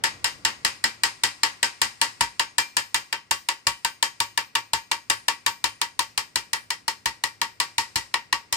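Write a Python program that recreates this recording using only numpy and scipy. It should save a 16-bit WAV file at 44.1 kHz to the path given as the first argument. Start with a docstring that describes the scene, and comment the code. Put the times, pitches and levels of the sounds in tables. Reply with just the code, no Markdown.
"""Sharp metallic clacks, five or six a second: a steel chipping hammer taps along a weld bead on a held-down strip.
Each blow is a dispersed burst of noise, then dense noise partials and decaying, beating sines for the ringing
steel, in a mix of modes that changes as the point walks up the bead.
Low, filtered noise makes the bench thud underneath; a small, cluttered workshop answers with decaying noise,
over a faint rumble of steady noise."""
import sys
import numpy as np
from scipy import signal
from scipy.fft import rfft, irfft, next_fast_len
from scipy.io import wavfile

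SR = 44100
rng = np.random.default_rng(int(sys.argv[2]) if len(sys.argv) > 2 else 0)


def file_out(sig):
    """Save sig as 16-bit WAV at sys.argv[1]."""
    # one column per channel
    cols = np.atleast_2d(sig).T
    # limit, then scale
    lim = np.clip(cols, -1, 1)
    pcm = np.round(lim * 32767).astype(np.int16)
    wavfile.write(sys.argv[1], SR, pcm)


N = 377693
SIZE = 24576  # samples given to each blow
AGE = np.arange(SIZE) / SR  # seconds since a blow


def undb(db):
    """Level to amplitude: 20 dB is a factor of ten."""
    return 10 ** (np.asarray(db) / 20)


def fade(t60):
    """Exponential damping: the amplitude loses 60 dB in t60 seconds."""
    return np.exp(-np.log(1000) * AGE / t60)


def unit(x):
    """Energy normalisation: the squares sum to one."""
    return x / np.sqrt(np.sum(x ** 2))


def colour(x, points, tilt_db=0, lift_db=0):
    """Minimum-phase filtering through (Hz, dB) points; tilt_db raises treble against mids, lift_db adds resonances."""
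    size = x.shape[-1]
    hz, db = np.transpose(points)
    log_f = np.log(np.maximum(np.fft.rfftfreq(size, 1 / SR), 1))
    tilt = np.interp(log_f, np.log([2500, 8000]), [-.35, .65])
    bass_cut_db = 20 * np.maximum(np.log(hz[0]) - log_f, 0)  # below the first point
    response_db = np.interp(log_f, np.log(hz), db) + tilt_db * tilt + lift_db - bass_cut_db
    # folding the cepstrum onto positive times makes the filter causal
    cepstrum = irfft(np.log(undb(response_db)), size)
    cepstrum[1:size // 2] *= 2
    cepstrum[size // 2 + 1:] = 0
    return irfft(rfft(x) * np.exp(rfft(cepstrum)), size)


def field(size=SIZE, apart_hz=1100, bass_side=0.4):
    """Diffuse-field coherence: stereo white noise, much alike in the bass and unrelated in the treble."""
    mid, side = rfft(rng.standard_normal((2, size)))
    share = np.clip(bass_side + np.fft.rfftfreq(size, 1 / SR) / apart_hz / 2, 0, 1)
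    left_right = np.array([mid + share * side, mid - share * side])
    return irfft(left_right / np.sqrt(1 + share ** 2), size)


def vary(pattern, fresh):
    """Partial correlation: the same vibration pattern struck again, with a share of its power new."""
    fresh = np.clip(fresh, 0, 1)
    return np.sqrt(1 - fresh) * pattern + np.sqrt(fresh) * field()


def partials(noise, spacing_hz=22, spread_db=5):
    """Modal density: gather a noise into close, unequal partials, as a crowd of weak modes does."""
    hz = np.fft.rfftfreq(SIZE, 1 / SR)
    heights = rng.standard_normal(len(hz))
    height_db = spread_db * np.interp(hz / spacing_hz, np.arange(len(hz)), heights)
    ringing = irfft(rfft(noise) * undb(height_db), SIZE)
    return ringing / ringing.std()


def disperse(x, lag_s):
    """Dispersion: bending waves travel faster the higher they are; lag_s is the travel time at 1 kHz."""
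    hz = np.fft.rfftfreq(SIZE, 1 / SR)
    phase = 4 * np.pi * lag_s * np.sqrt(1000 * hz)
    # time counts from the arrival of the highest waves
    phase = phase - hz * (phase[-1] - phase[-2]) / hz[1]
    return irfft(rfft(x) * np.exp(-1j * phase), SIZE)


def along(place, near, middle, far):
    """Linear interpolation at a place along the bead, 0 near end to 1 far end."""
    toward_near = np.clip(1 - 2 * place, 0, 1)
    toward_far = np.clip(2 * place - 1, 0, 1)
    return middle + (near - middle) * toward_near + (far - middle) * toward_far


def workshop():
    """Stationary noise shaped by resonance: soft, low room noise that gathers near 106 Hz."""
    # Steady background spectrum. Each row: frequency in Hz, relative level in dB per Hz.
    air_spectrum = [(25, -16), (55, -8), (85, -5), (106, 3), (135, -4), (260, -5), (700, -14), (2000, -20),
                    (6000, -33), (14000, -52)]
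    # The background settles after the first seconds. Each row: time in seconds, level in dB.
    air_level = [(0, -50.5), (1.3, -60.5), (2.3, -61.5), (3, -65), (6.5, -62), (8.5, -61)]
    air = colour(field(size=next_fast_len(N)), air_spectrum)[:, :N]
    level_db = np.interp(np.arange(N) / SR, *np.transpose(air_level))
    return undb(level_db) * air / air.std()


def walls(pattern, bright_db, t60=0.2, rise_s=0.022, linger_t60=1.0, linger_db=-24, gain_db=4):
    """Reverberation: reflections build up and die away, nearly alike for every blow; a faint ring lingers."""
    # The workshop's reverberation. Each row: frequency in Hz, relative level in dB.
    room_spectrum = [(130, -15.5), (280, -8.5), (700, -8.5), (950, 0.3), (1350, -0.5), (1900, 4.5),
                     (3000, -3.5), (3900, -4.5), (5000, -2), (6000, -8.5), (8800, -11), (10500, -19.9),
                     (13000, -27), (15000, -62)]
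    decay = fade(t60) + undb(linger_db) * fade(linger_t60)
    envelope = decay * (1 - np.exp(-AGE / rise_s))
    reflections = vary(pattern, fresh=0.15) * unit(envelope)
    return undb(gain_db) * colour(reflections, room_spectrum, bright_db)


def bench(pattern, t60=0.18, rise_s=0.0012, gain_db=0):
    """Inertia of a large mass: the heavy bench answers low, with a damped thud."""
    # The bench top giving under a blow. Each row: frequency in Hz, relative level in dB.
    thud_spectrum = [(22, -14), (36, -6.5), (54, 2), (75, 1), (110, -0.5), (170, -6), (300, -9.5),
                     (900, -59)]
    envelope = fade(t60) * (1 - np.exp(-AGE / rise_s))
    return undb(gain_db) * colour(vary(pattern, fresh=0.12) * unit(envelope), thud_spectrum)


def dense_ring(pattern, bright_db, lift_db, t60=0.11, rise_s=0.02, gain_db=2.0):
    """Modal overlap: bending waves spread through the plate and fill it with overlapping modes."""
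    # The crowd of weak, quickly damped modes of plate and bench.
    # Each row: frequency in Hz, relative level in dB.
    ring_spectrum = [(130, -2.4), (280, 2), (700, 4), (950, 2.5), (1350, 14), (1900, 11.5), (3000, 12.5),
                     (3900, 5.5), (5000, 6.5), (6000, 5.5), (8800, -4), (10500, -6.5), (13000, -8),
                     (15000, -17)]
    envelope = fade(t60) * (1 - np.exp(-AGE / rise_s))
    crowd = vary(pattern, fresh=0.15) * unit(envelope)
    return undb(gain_db) * colour(crowd, ring_spectrum, bright_db, lift_db)


def steel_modes(place, boom_db, ring_db, scatter_db=3.0, detune=0.0017, beat_hz=16, beat_depth=0.33,
                rise_s=0.0036, gain_db=0):
    """Modal superposition: the landing place sets the mix, and the holding hand shifts the modes a little."""
    # Modes of bench, plate and hammer. Each row: frequency in Hz, t60 in seconds, energy in dB
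    # struck at the near end, at the middle and at the far end, phase lead of the left in radians.
    mode_rows = [(107, 0.35, -22.5, -24.0, -23.2, 0), (222, 0.25, -22.4, -26.6, -27.3, 0),
                 (290, 0.22, -20.5, -26.1, -26.3, 0), (571, 0.18, -19.1, -20.7, -22.7, 0),
                 (361, 0.19, -23.2, -24.4, -27.9, -0.0), (912, 0.15, -4.2, -1.5, -1.8, 0.0),
                 (938, 0.18, -7.6, -2.9, -3.6, 0.1), (1128, 0.17, -11.9, -4.2, -5.6, -0.5),
                 (1550, 0.17, -5.7, -9.8, -20.3, -0.4), (1723, 0.2, -1.3, -2.2, -7.8, 2.9),
                 (1760, 0.15, 1.0, -3.9, -7.8, 3.1), (1844, 0.27, -9.3, -16.0, -8.3, 2.2),
                 (1927, 0.19, -5.5, -9.2, -2.1, 1.9), (1962, 0.17, -2.1, -6.9, -2.5, 0.7),
                 (2102, 0.15, -7.2, -8.8, -15.5, -2.5), (2366, 0.3, -8.1, -11.5, -13.0, 0.4),
                 (2536, 0.34, -13.9, -18.5, -20.8, -0.5), (2799, 0.2, -7.0, -11.1, -11.8, 1.6),
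                 (2964, 0.25, -4.7, -7.6, -13.1, 2.4), (3141, 0.18, -6.7, -7.3, -10.4, 0.5),
                 (3513, 0.26, -12.5, -25.0, -27.0, -2.5), (4245, 0.32, -16.9, -20.0, -20.6, 0.9),
                 (4398, 0.21, -17.8, -25.2, -17.1, 0.9), (4853, 0.25, -17.6, -17.3, -18.0, 1.9),
                 (5195, 0.24, -10.9, -17.3, -17.9, -0.4), (5663, 0.29, -19.6, -22.0, -19.5, -0.9),
                 (6557, 0.32, -14.5, -15.8, -25.8, 1.0), (9022, 0.38, -16.6, -17.9, -20.5, -2.1),
                 (12102, 0.33, -26.3, -27.6, -28.0, -0.2), (14602, 0.33, -24.7, -15.2, -22.3, 1.8)]
    hz, t60, *levels, lead = np.transpose(mode_rows)
    loud, sharp, start, split = rng.standard_normal((len(hz), 4)).T
    group_db = np.where(abs(hz - 1000) < 200, boom_db, ring_db)  # the boom is the group near 1 kHz
    db = along(place, *levels) + group_db + scatter_db * loud + gain_db
    # each mode beats against its close neighbours
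    beat_phase = 2 * np.pi * beat_hz * split[:, None] * AGE
    beating = 1 + beat_depth * np.sin(beat_phase.astype(np.float32))
    envelope = fade(t60[:, None]) * (1 - np.exp(-AGE / rise_s)) * beating
    amplitude = undb(db) * np.sqrt(2 / np.sum(envelope ** 2, axis=1))
    struck_hz = hz * (1 + detune * sharp)
    right_phase = 2 * np.pi * (struck_hz[:, None] * AGE + start[:, None])
    left_phase = right_phase + lead[:, None]
    return np.array([amplitude @ (envelope * np.sin(phase.astype(np.float32)))
                     for phase in (left_phase, right_phase)])


def strip_lift(place, scatter_db=1.2):
    """Resonance: the strip's lift in dB over frequency; no two blows land on quite the same spot."""
    # Broad resonances of the hand-damped strip. Each row: frequency in Hz, width in Hz, lift in dB
    # struck at the near end, at the middle and at the far end.
    strip_rows = [(947, 175, 6, 20, 19), (1740, 116, 8, 10, 1.2), (1909, 120, 18, 2.9, 15.7),
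                  (2364, 170, 3.5, 9, 6.8), (2800, 180, 2.5, 6, 0.9), (2945, 95, 7.5, 2.2, 5.2),
                  (3620, 260, 1.5, 6.6, 0.45), (4246, 370, 6.7, 3.9, 8.2), (4750, 240, 5.5, 6.4, 1.5),
                  (5199, 130, 15.5, 4.7, 8.2), (5326, 100, -7, 0.54, 8.2), (7400, 116, 6.5, 2.9, 7),
                  (7670, 600, 10, 4.6, 1.3), (8930, 740, 6, 5.6, 4.5)]
    hz, width, *lifts = np.transpose(strip_rows)
    db = along(place, *lifts) + scatter_db * rng.standard_normal(len(hz))
    distance = (np.fft.rfftfreq(SIZE, 1 / SR) - hz[:, None]) / width[:, None]
    return db @ np.exp(-2 * distance ** 2)


def crack(pattern, bright_db, lift_db, t60=0.025, rise_s=0.0016, bite_t60=0.013, bite_db=6,
          rebound_s=0.0018, rebound_db=-6, scatter_db=3, lag_s=0.001802, gain_db=0.45):
    """Impact and rebound: the point bites through the slag, then the strip slaps back on the plate."""
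    # The contact itself. Each row: frequency in Hz, relative level in dB.
    contact_spectrum = [(130, -13.5), (280, -5.5), (700, 6.5), (950, 7), (1350, 13), (1900, 10),
                        (3000, 13.5), (3900, 12.5), (5000, 8), (6000, 8), (8800, 5.5), (10500, 1.5),
                        (13000, -1), (15000, -4.5)]
    late, strong = rng.standard_normal(2)
    decay = fade(t60) + undb(bite_db) * fade(bite_t60)
    contact = decay * (1 - np.exp(-AGE / rise_s))
    slap = np.interp(AGE - rebound_s * np.exp(late / 3), AGE, contact, left=0)
    envelope = np.hypot(contact, undb(rebound_db + scatter_db * strong) * slap)
    noise = vary(pattern, fresh=0.83) * unit(envelope)
    burst = colour(noise, contact_spectrum, bright_db, lift_db)
    return undb(gain_db) * disperse(burst, lag_s)


def hammering():
    """Impact excitation: each blow cracks, rings, thuds and echoes; square blows and a loose strip ring on more."""
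    # Hammer blows relative to a typical one. Each row: start in seconds, strength of steel and room in dB,
    # bite in dB (a square blow is brighter than a glancing one), bench thud in dB.
    blows = [(0.0371, -0.8, -1.5, -2), (0.2423, -2.5, 0.5, 3), (0.449, -0.6, -2, 2), (0.6474, -1.4, 0.5, 7),
             (0.8394, -1.8, -1, 2), (1.0341, -0.4, 0.5, 4), (1.2345, 0, 1, 4), (1.432, 0.5, -2, -2),
             (1.628, -0.1, 0.5, -1), (1.8155, -0.3, 1.4, 9.5), (2.0139, 0, 2, 2), (2.2074, 0.3, 1, 14.5),
             (2.3946, -0.1, -3, 0), (2.5815, 0.7, 1.6, 4), (2.7668, -0.5, 1.5, 1), (2.9434, 0.5, 0.5, 5),
             (3.1261, -3.5, -6, -12), (3.3095, -1.2, 3, 6.4), (3.4862, -1.5, -1.5, -8),
             (3.6681, 0, 2.5, 10.4), (3.8465, -2, -0.5, 1.5), (4.0256, 0.1, 2, -2), (4.2015, -2, 2, 5),
             (4.3744, -1.1, -3.5, -4), (4.5517, -0.5, -3, -7), (4.7327, -1, 0.2, 9.5),
             (4.9133, -2, -0.5, -2), (5.0986, 1, 1, 8), (5.2816, 0.3, -0.9, -5), (5.462, 0.3, 0.5, 2),
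             (5.6402, -0.5, 0, 6.5), (5.814, -2.5, 0, -6), (5.991, -1.2, 1, 4), (6.1758, -2.5, 1.5, 2),
             (6.3567, -2, 1.5, 6), (6.531, -3, 0, 1), (6.703, -4.5, 0, -10), (6.8791, -3.5, 1.5, -1),
             (7.0567, -1.5, 0, 10.5), (7.2366, -3, 0.5, -4), (7.4145, -2, -2, -6), (7.5999, -1.6, 0, -4),
             (7.7804, -2.5, 2.5, 5.5), (7.9568, -3.5, 3.5, 12.6), (8.1394, -1.5, -7.5, 0),
             (8.326, -1, -3.5, 4.5), (8.525, -3.5, 7, 6.5)]
    # Where the point lands. Each row: time in seconds, place along the bead (0 near end to 1 far end).
    place_curve = [(0, 0.084), (1.5, 0.12), (3.2, 0.43), (5.2, 0.41), (6.6, 0.86), (8.5, 0.92)]
    # How freely the strip rings on. Each row: time in seconds, looseness (0 held flat to 1 loose).
    loose_curve = [(0, 1), (2.03, 0.77), (2.2, 0.38), (3.5, 0.13), (5.5, 0.12), (6.3, 0.085), (7.3, 0.13),
                   (7.7, 0.68), (8.5, 0.12)]
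    # The plate's boom near 1 kHz as the point moves on. Each row: time in seconds, level in dB.
    boom_curve = [(0, 0.5), (2.0, 0), (2.22, 5), (2.6, -5), (3.4, 0), (5.55, 0), (6.75, -5.5), (7.3, 1.5),
                  (8.301, 2)]
    # level in dB with the strip held flat, dB gained when it is loose, dB per dB of bite
    ring_held_db, ring_loose_db, ring_per_bite = -2.5, 2.5, 0.29
    tail_held_db, tail_loose_db, tail_per_bite = -0.6, 8.5, 0.41
    typical_bright_db = 3  # treble of a typical blow against its mids
    boom_per_bite = -0.11  # dB per dB: a square blow presses the plate down and booms less

    out = np.zeros((2, N + SIZE))
    contact, frame = field(), field()
    plate, room = partials(field()), partials(field())
    for s, strength_db, bite_db, thud_db in blows:
        place, loose, boom_db = (np.interp(s, *np.transpose(curve))
                                 for curve in (place_curve, loose_curve, boom_curve))
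        ring_db = ring_held_db + ring_loose_db * loose + ring_per_bite * bite_db
        tail_db = tail_held_db + tail_loose_db * loose + tail_per_bite * bite_db
        bright_db = typical_bright_db + bite_db
        lift_db = strip_lift(place)
        steel = crack(contact, bright_db, lift_db)
        steel += undb(ring_db) * dense_ring(plate, bright_db, 0.73 * lift_db)
        steel += steel_modes(place, boom_db + boom_per_bite * bite_db, ring_db)
        steel += undb(tail_db) * walls(room, bright_db)
        start = int(s * SR)
        out[:, start:start + SIZE] += undb(strength_db) * steel + undb(thud_db) * bench(frame)
    return out[:, :N]


def scene():
    """Linear superposition: the hammering over the workshop's background."""
    return hammering() + workshop()


def record(dry, ceiling=1.0, top_hz=16000):
    """Transduction: two unlike microphone ports, saturation that rounds the tallest peaks, and a low-pass."""
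    # How differently the ports hear. Each row: frequency in Hz, left minus right in dB.
    port_balance = [(150, 0), (360, -3), (800, 2.5), (1500, 2), (2700, 2), (3900, 6), (5200, 11), (6200, 7),
                    (7400, 0), (8800, -5), (11500, 0)]
    size = next_fast_len(N)
    lean_db = np.interp(np.fft.rfftfreq(size, 1 / SR), *np.transpose(port_balance))
    heard = irfft(rfft(dry, size) * undb([lean_db / 2, -lean_db / 2]), size)[:, :N]
    rounded = ceiling * np.tanh(heard / ceiling)
    low_pass = signal.ellip(8, .2, 70, top_hz, fs=SR, output="sos")
    return signal.sosfilt(low_pass, rounded)


dry = scene()
out = record(dry)
file_out(out)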